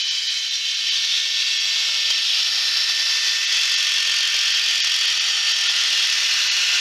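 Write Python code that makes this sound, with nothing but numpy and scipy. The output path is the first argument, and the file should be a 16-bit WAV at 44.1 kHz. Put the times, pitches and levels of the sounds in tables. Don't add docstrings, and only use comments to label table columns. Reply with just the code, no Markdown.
import sys
import numpy as np
from scipy import signal
from scipy.fft import rfft, irfft, next_fast_len
from scipy.io import wavfile
from scipy.ndimage import uniform_filter1d, minimum_filter1d

SR = 44100
rng = np.random.default_rng(int(sys.argv[2]) if len(sys.argv) > 2 else 0)


def int16_out(signal):
    q = np.round(np.clip(np.atleast_2d(signal).T, -1, 1) * 32767)
    wavfile.write(sys.argv[1], SR, q.astype(np.int16))


def volts(x):
    e = np.asarray(x, float) / 20
    return 10 ** e


N = 300223
T = np.arange(N) / SR
HUM_HZ = 199.862
NEAR_BEND = 3.24

# (time [s], roar level [dB], nearness to the blank [0-1], facing the fan vents [0-1])
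CAMERA = [(0.0, -22.5, 0, 0.2), (0.4, -23, 0.07, 0.57), (0.72, -23, 0.04, 0.34), (0.95, -20.5, 0.24, 0.26),
          (1.5, -21, 0.28, 0.2), (1.8, -20.5, 0.64, 0.38), (2.2, -20.0, 0.52, 0.3), (2.36, -19, 0.53, 0.24),
          (2.52, -20, 0.69, 1.0), (3.2, -20.5, 0.82, 0.88), (3.5, -21, 0.87, 0.33),
          (3.8, -20.5, 0.86, 0.17), (4.5, -20.5, 0.83, 0.06), (5.2, -20.5, 0.83, 0.2),
          (5.5, -19.6, 0.82, 0.3), (5.9, -19.5, 0.82, 0.26), (6.5, -19.5, 0.84, 0.52),
          (6.81, -19, 0.87, 0.0)]
POSE_TIMES = [.33, .62, 1.2, 2.15, 2.8, 3.85, 4.65, 5.55, 6.5]
# (level re roar [dB], change when near [dB], when facing [dB])
ROAR_BANDS = [(-18.5, 9.5, 0.7), (-2, 0.6, -4.5), (-5.5, -2.85, 2.5), (-9.5, 1.66, 2.5)]
# (level re roar [dB], change when near [dB], when facing [dB])
HISS = (-30, 4.2, 3.1)
# (frequency [Hz], density [dB per Hz])
TOP_SHAPE = [(4240, -0.5), (7200, 0.5), (7630, -25), (8270, -9.5), (9690, -15), (10400, -10.5),
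             (11200, -11.5), (12200, -10), (13400, -16.5), (15600, -21.5)]
# (start [s], length [s], scratch level [dB])
STROKES = [
    (3.496, 1.64, -52),
    (5.397, 0.2, -56),
    (5.75, 0.39, -53),
    (6.2, 0.8, -57),
]


def roar():
    # (frequency [Hz], density [dB per Hz])
    roar_shape = [(530, -64), (900, -25), (1130, -21), (1440, -10), (1690, -11.5), (1750, -5), (2090, -7),
                  (2630, -5.5), (3190, -1.5), (3770, -5), (4670, -5.5), (5070, -5.5), (5560, -3.5),
                  (6040, -9), (8200, -26.5), (10700, -73), (18000, -120)]
    band_edges = [2300, 3700, 5000]
    hz, t, power = posed(roar_shape, ringing(), comb_db=2.33)
    a, b, patches = rng.standard_normal((len(t), 513, 3)).T
    patches = uniform_filter1d(patches, size=6, axis=1)
    patches = evened(uniform_filter1d(patches, size=20, axis=0))
    band = np.searchsorted(band_edges, hz)
    want_db = np.array([heard(t, *row, NEAR_BEND) for row in ROAR_BANDS])
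    have_db = [10 * np.log10(power[band == k].sum(0)) for k in range(4)]
    trim_db = uniform_filter1d((want_db - have_db)[band], size=9, axis=0)
    z = (a + 1j * b) * np.sqrt(power) * volts(trim_db + 0.79 * patches)
    flutter = volts(0.68 * drift(45.) + 0.32 * drift(20.0))
    flutter *= volts(.65 * np.cos(2 * np.pi * HUM_HZ * T))
    return volts(1.0) * flutter * signal.istft(z, nperseg=1024, noverlap=768)[1][:N]


def ringing():
    # (frequency [Hz], width [Hz], level [dB])
    reflections = [
        [(3072, 40, 6.5), (3290, 50, -5), (3880, 70, -1), (4740, 87, -2)],
        [(2734, 46, 0.5), (3050, 83, 1.5), (3580, 35, 1.5), (5640, 26, -3)],
        [(2740, 96, -3), (3360, 78, 3), (3623, 51, 5.5)],
        [(3295, 75, 1.5), (5530, 290, -7)],
        [(3130, 84, -3), (3440, 94, 2), (5150, 73, -2.5), (5360, 92, -1)],
        [(3440, 42, 1.5), (4330, 120, -2), (5840, 24, -14)],
        [(3153, 32, 3), (3470, 60, -4)],
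        [(3150, 220, -1.5), (3450, 36, -1), (4480, 90, -4)],
        [(2884, 81, 4), (3800, 44, -32), (4270, 58, 4)],
    ]
    # (frequency [Hz], width [Hz], level from afar [dB], change when near [dB])
    housing = [(1840, 15, -17, 10.5), (2200, 23, -12, -8.5), (2654, 30, -13, 12), (4010, 58, 1.5, -11.5),
               (4680, 108, -5, 4.5), (5410, 47, -8.5, 3), (6160, 53, -27.5, 16)]
    near = column(CAMERA, POSE_TIMES, order=2)
    return [pose + [(hz, w, db + near_db * n) for hz, w, db, near_db in housing]
            for pose, n in zip(reflections, near)]


def motor_tones():
    pose_tones = [(-69, -48.5, -47.5, -50, -60), (-66.5, -51.5, -46, -43, -57),
                  (-63, -39.5, -37.5, -44, -39), (-59, -39, -45, -37.5, -40), (-69, -38, -52, -39.5, -37),
                  (-72, -37, -46, -38.5, -38.5), (-66, -39.5, -48, -36.5, -49),
                  (-65, -37.5, -45, -41.5, -34.5), (-75, -39.5, -50, -36, -39)]
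    sway_db = (1.4, 1.7, 2.3, 1.3, 2.3)
    # (multiple of the hum [1], level re lowest roar band [dB])
    side_tones = [(6, -23), (8, -19), (10, -14), (12, -13), (14, -14), (15, -10), (16, -9), (17, -11),
                  (18, -10), (19, -10), (20, -11), (23, -14), (28, -12), (29, -14)]
    turn, out = 2 * np.pi * HUM_HZ * T, np.zeros(N)
    for i, k in enumerate((3, 9, 11, 13, 27)):
        level_db = np.interp(T, POSE_TIMES, np.transpose(pose_tones)[i]) + sway_db[i] * drift(3.08)
        out += volts(level_db) * np.sin(k * turn + 0.27 * drift(2.97) + 6 * rng.random())
    near_db = uniform_filter1d(heard(T, *ROAR_BANDS[0], NEAR_BEND), size=20000)
    for k, db in side_tones:
        fade_db = 2.2 * drift(2.5)
        out += volts(near_db + db + fade_db) * np.sin(k * turn + 0.4 * drift(3.025) + 6 * rng.random())
    rotor_hz, rotor_db = 450, -74
    out += volts(rotor_db) * np.clip(1.3 - T / 3, .6, 1) * np.sin(2 * np.pi * rotor_hz * T + drift(9.4))
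    swing_s, swing_db, swing_half_s = 2.39, -11.5, 0.14
    swing = volts(swing_db * np.exp(-((T - swing_s) / swing_half_s) ** 2))
    return np.sqrt(2) * out * swing


def sandpaper():
    # (time [s], rotation rate [turns per s])
    spin = [
        (3.5, 45.73),
        (3.7, 47.27),
        (3.9, 44.66),
        (5.15, 42.9),
        (5.4, 49.36),
        (5.65, 37.86),
        (5.9, 44.46),
        (6.15, 36.9),
        (6.8, 42.13),
    ]
    # (frequency [Hz], level [dB])
    scratch_shape = [(150, -40), (800, -10), (2500, 16), (5000, 20), (8500, -1.5), (10500, -1.5),
                     (12500, -9.5), (13200, -17), (15600, -26)]
    rate = column(spin, T, order=1) * (T > spin[0][0])
    turns = np.cumsum(rate) / SR + 0.87 + 0.048 * drift(40.)
    strength = volts(1.5 * rng.standard_normal(400))[turns.astype(int)]
    u = turns % 1 / 0.078
    burst = strength * u * np.exp(-u) + .025
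    grit = rng.standard_normal(N) * volts(3.9 * np.minimum(rng.exponential(1, N), 2.8))
    touch = np.clip((T - STROKES[0][0]) / 0.03, 0, 1)
    return volts(pressure_db() + 21.0) * touch * coloured(burst * grit, scratch_shape)


def pressure_db():
    ease_s, lifted_db = 0.029, -56
    held = [(db - lifted_db) * np.clip(np.minimum(T - s, s + length - T) / ease_s + .5, 0, 1)
            for s, length, db in STROKES]
    return lifted_db + np.max(held, axis=0)


def jolt_ring():
    # (start [s], frequency [Hz], level [dB], 60 dB decay time [s])
    modes = [
        (2.104, 4750, -16, 0.028),
        (2.11, 3150, -12.5, 0.1),
    ]
    out = np.zeros(N)
    for s, hz, db, t60 in modes:
        age = np.maximum(T - s, 0)
        attack = np.minimum(age / 0.0017, 1)
        out += volts(db - 60 * age / t60) * attack * np.sin(2 * np.pi * hz * age)
    return out


def jolts():
    # (start [s], level [dB], length [s])
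    events = [
        (2.102, 6.5, 0.014),
    ]
    return volts(sum(db * (T > s) * np.clip((s + length - T) / 0.0096, 0, 1) for s, db, length in events))


def air():
    # (frequency [Hz], width [Hz], level [dB])
    vents = [
        [(7730, 56, 0), (9710, 78, -2), (10700, 47, -8)],
        [(8100, 47, -10), (10700, 64, 7), (12100, 110, -4)],
        [(8110, 190, 0), (10800, 66, -6), (11800, 240, -9)],
        [(8040, 120, 1), (10700, 130, 4), (12000, 310, 1)],
        [(9060, 200, 4), (10700, 96, 9), (11800, 230, 0)],
        [(9170, 220, -1), (9800, 72, 6), (11700, 150, 7)],
        [(10700, 100, -8), (11400, 240, -6)],
        [(7900, 260, -5), (8920, 77, 12), (9220, 44, -2)],
        [(10200, 230, -22), (11900, 270, -13)],
    ]
    softer = [[(f, w, db - 10.0) for f, w, db in pose] for pose in vents]
    hz, t, power = posed(TOP_SHAPE, softer, comb_db=2.7)
    a, b = rng.standard_normal((len(t), 513, 2)).T
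    z = (a + 1j * b) * np.sqrt(power / power[hz > 8000].sum(0))
    chop = volts(1.4 * np.cos(2 * np.pi * HUM_HZ * T))
    return volts(heard(T, *HISS) - 3.0) * chop * signal.istft(z, nperseg=1024, noverlap=768)[1][:N]


def overload(x):
    # (frequency [Hz], density [dB per Hz])
    low_shape = [(20, -58), (30, -48), (70, -35), (120, -29.5), (250, -18.5), (500, -8), (1200, -3),
                 (1600, -5.5), (2600, -88)]
    # (level re roar [dB], change when near [dB], when facing [dB])
    rumble = (-42, 13.1, 1)
    flat = np.clip(x / np.sqrt(uniform_filter1d(x ** 2, size=8000)), -3.8, 3.8)
    low = coloured(flat ** 2 - 1 + 0.48 * rng.standard_normal(N), low_shape)
    low = low * volts(heard(T, *rumble) + 3.5) * jolts() ** 1.4
    top = coloured(flat ** 3, TOP_SHAPE) * volts(heard(T, *HISS) + 1.5)
    return low, top


def limited(x):
    knee = .31
    room = np.minimum(knee / abs(signal.hilbert(x, next_fast_len(N))[:N]), 1)
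    return x * uniform_filter1d(minimum_filter1d(room, size=45), size=45)


def dropouts(held, low):
    # (time [s], treble change [dB], bass change [dB], length [ms])
    gaps = [(.032, -9, -9, 23), (.097, -11, -11, 22), (.287, -10, -7, 20), (0.5, -10, -12, 14),
            (.758, -5, -11, 13), (.905, -9, -9, 17), (1.589, -11, -4, 14), (3.465, -10, -11, 13),
            (3.764, -10, -12, 16), (4.223, -3, -8, 11), (4.532, -20, -19, 8.6), (4.822, -48, -26, 19),
            (5.066, -13, -7, 10), (5.196, -13, -9, 13), (5.687, -14, -15, 12), (6.498, -11, -3.5, 28),
            (5.536, -9, -7, 12),
    ]
    events = gaps

    def above(hz):
        return signal.oaconvolve(held, signal.firwin(255, hz, pass_zero=False, fs=SR), "same")

    treble, bass = above(7170.0), low + held - above(1430.0)
    holes = np.array([np.exp(-(abs(T - s) / (0.00054 * ms)) ** 3) for s, _, _, ms in events])
    top_db, low_db = 1.38 * np.transpose(events)[1:3] @ holes
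    return held + low + treble * (volts(top_db) - 1) + bass * (volts(low_db) - 1)


def heard(t, db, near_db, facing_db, bend=1):
    near, facing = np.clip(column(CAMERA, t, order=2), 0, 1.2), column(CAMERA, t, order=3)
    return column(CAMERA, t, order=1) + db + near_db * near ** bend + facing_db * facing


def posed(shape, poses, comb_db):
    pose_hold = 1.3
    frames, hz = N // 256 + 5, np.fft.rfftfreq(1024, 1 / SR)
    t = np.arange(frames) * 256 / SR
    lift = [sum(volts(db) ** 2 / (1 + (2 * (hz - f) / w) ** 2) for f, w, db in pose) for pose in poses]
    base = volts(read(shape, hz)) ** 2
    share = np.array([np.interp(t, POSE_TIMES, row) for row in np.eye(len(poses))]) ** pose_hold
    share = share / share.sum(0)
    power = .5 * base[:, None] + np.transpose(lift) @ share * (base > 1e-7)[:, None]
    comb = rng.standard_normal((frames, 513)).T
    comb = uniform_filter1d(comb, size=110, axis=1)
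    comb = evened(uniform_filter1d(comb, size=2, axis=0))
    return hz, t, power * volts(comb_db * comb) ** 2


def coloured(x, points):
    z = rfft(x, next_fast_len(N))
    z = z / np.sqrt(uniform_filter1d(abs(z) ** 2, size=1500))
    hz = np.arange(len(z)) * SR / 2 / (len(z) - 1)
    return evened(irfft(z * volts(read(points, hz)), next_fast_len(N))[:N])


def drift(top_hz):
    steps = rng.standard_normal(400)
    return np.interp(T * top_hz, np.arange(400), steps) * np.sqrt(1.5)


def evened(x):
    return x / np.sqrt(np.mean(x ** 2) + 1e-20)


def read(points, hz):
    f, value = np.transpose(points)
    return np.interp(np.log(hz + 1), np.log(f + 1), value, left=-120, right=-120)


def column(rows, t, order):
    rows = np.array(rows)
    return np.interp(t, rows[:, 0], rows[:, order])


def scene():
    noises = roar() + air() + sandpaper()
    return (noises * jolts() + jolt_ring() + motor_tones())[None]


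def band_limit(x):
    return signal.sosfilt(signal.butter(12, 15710, fs=SR, output="sos"), x)


def record(dry):
    x = dry[0]
    low, top = overload(x)
    bass_cut = signal.butter(2, 350, "high", fs=SR, output="sos")
    held = 1.056 * signal.sosfilt(bass_cut, limited(x)) + top
    mix = dropouts(held, low)[None]
    return band_limit(mix)


dry = scene()
out = record(dry)
int16_out(out)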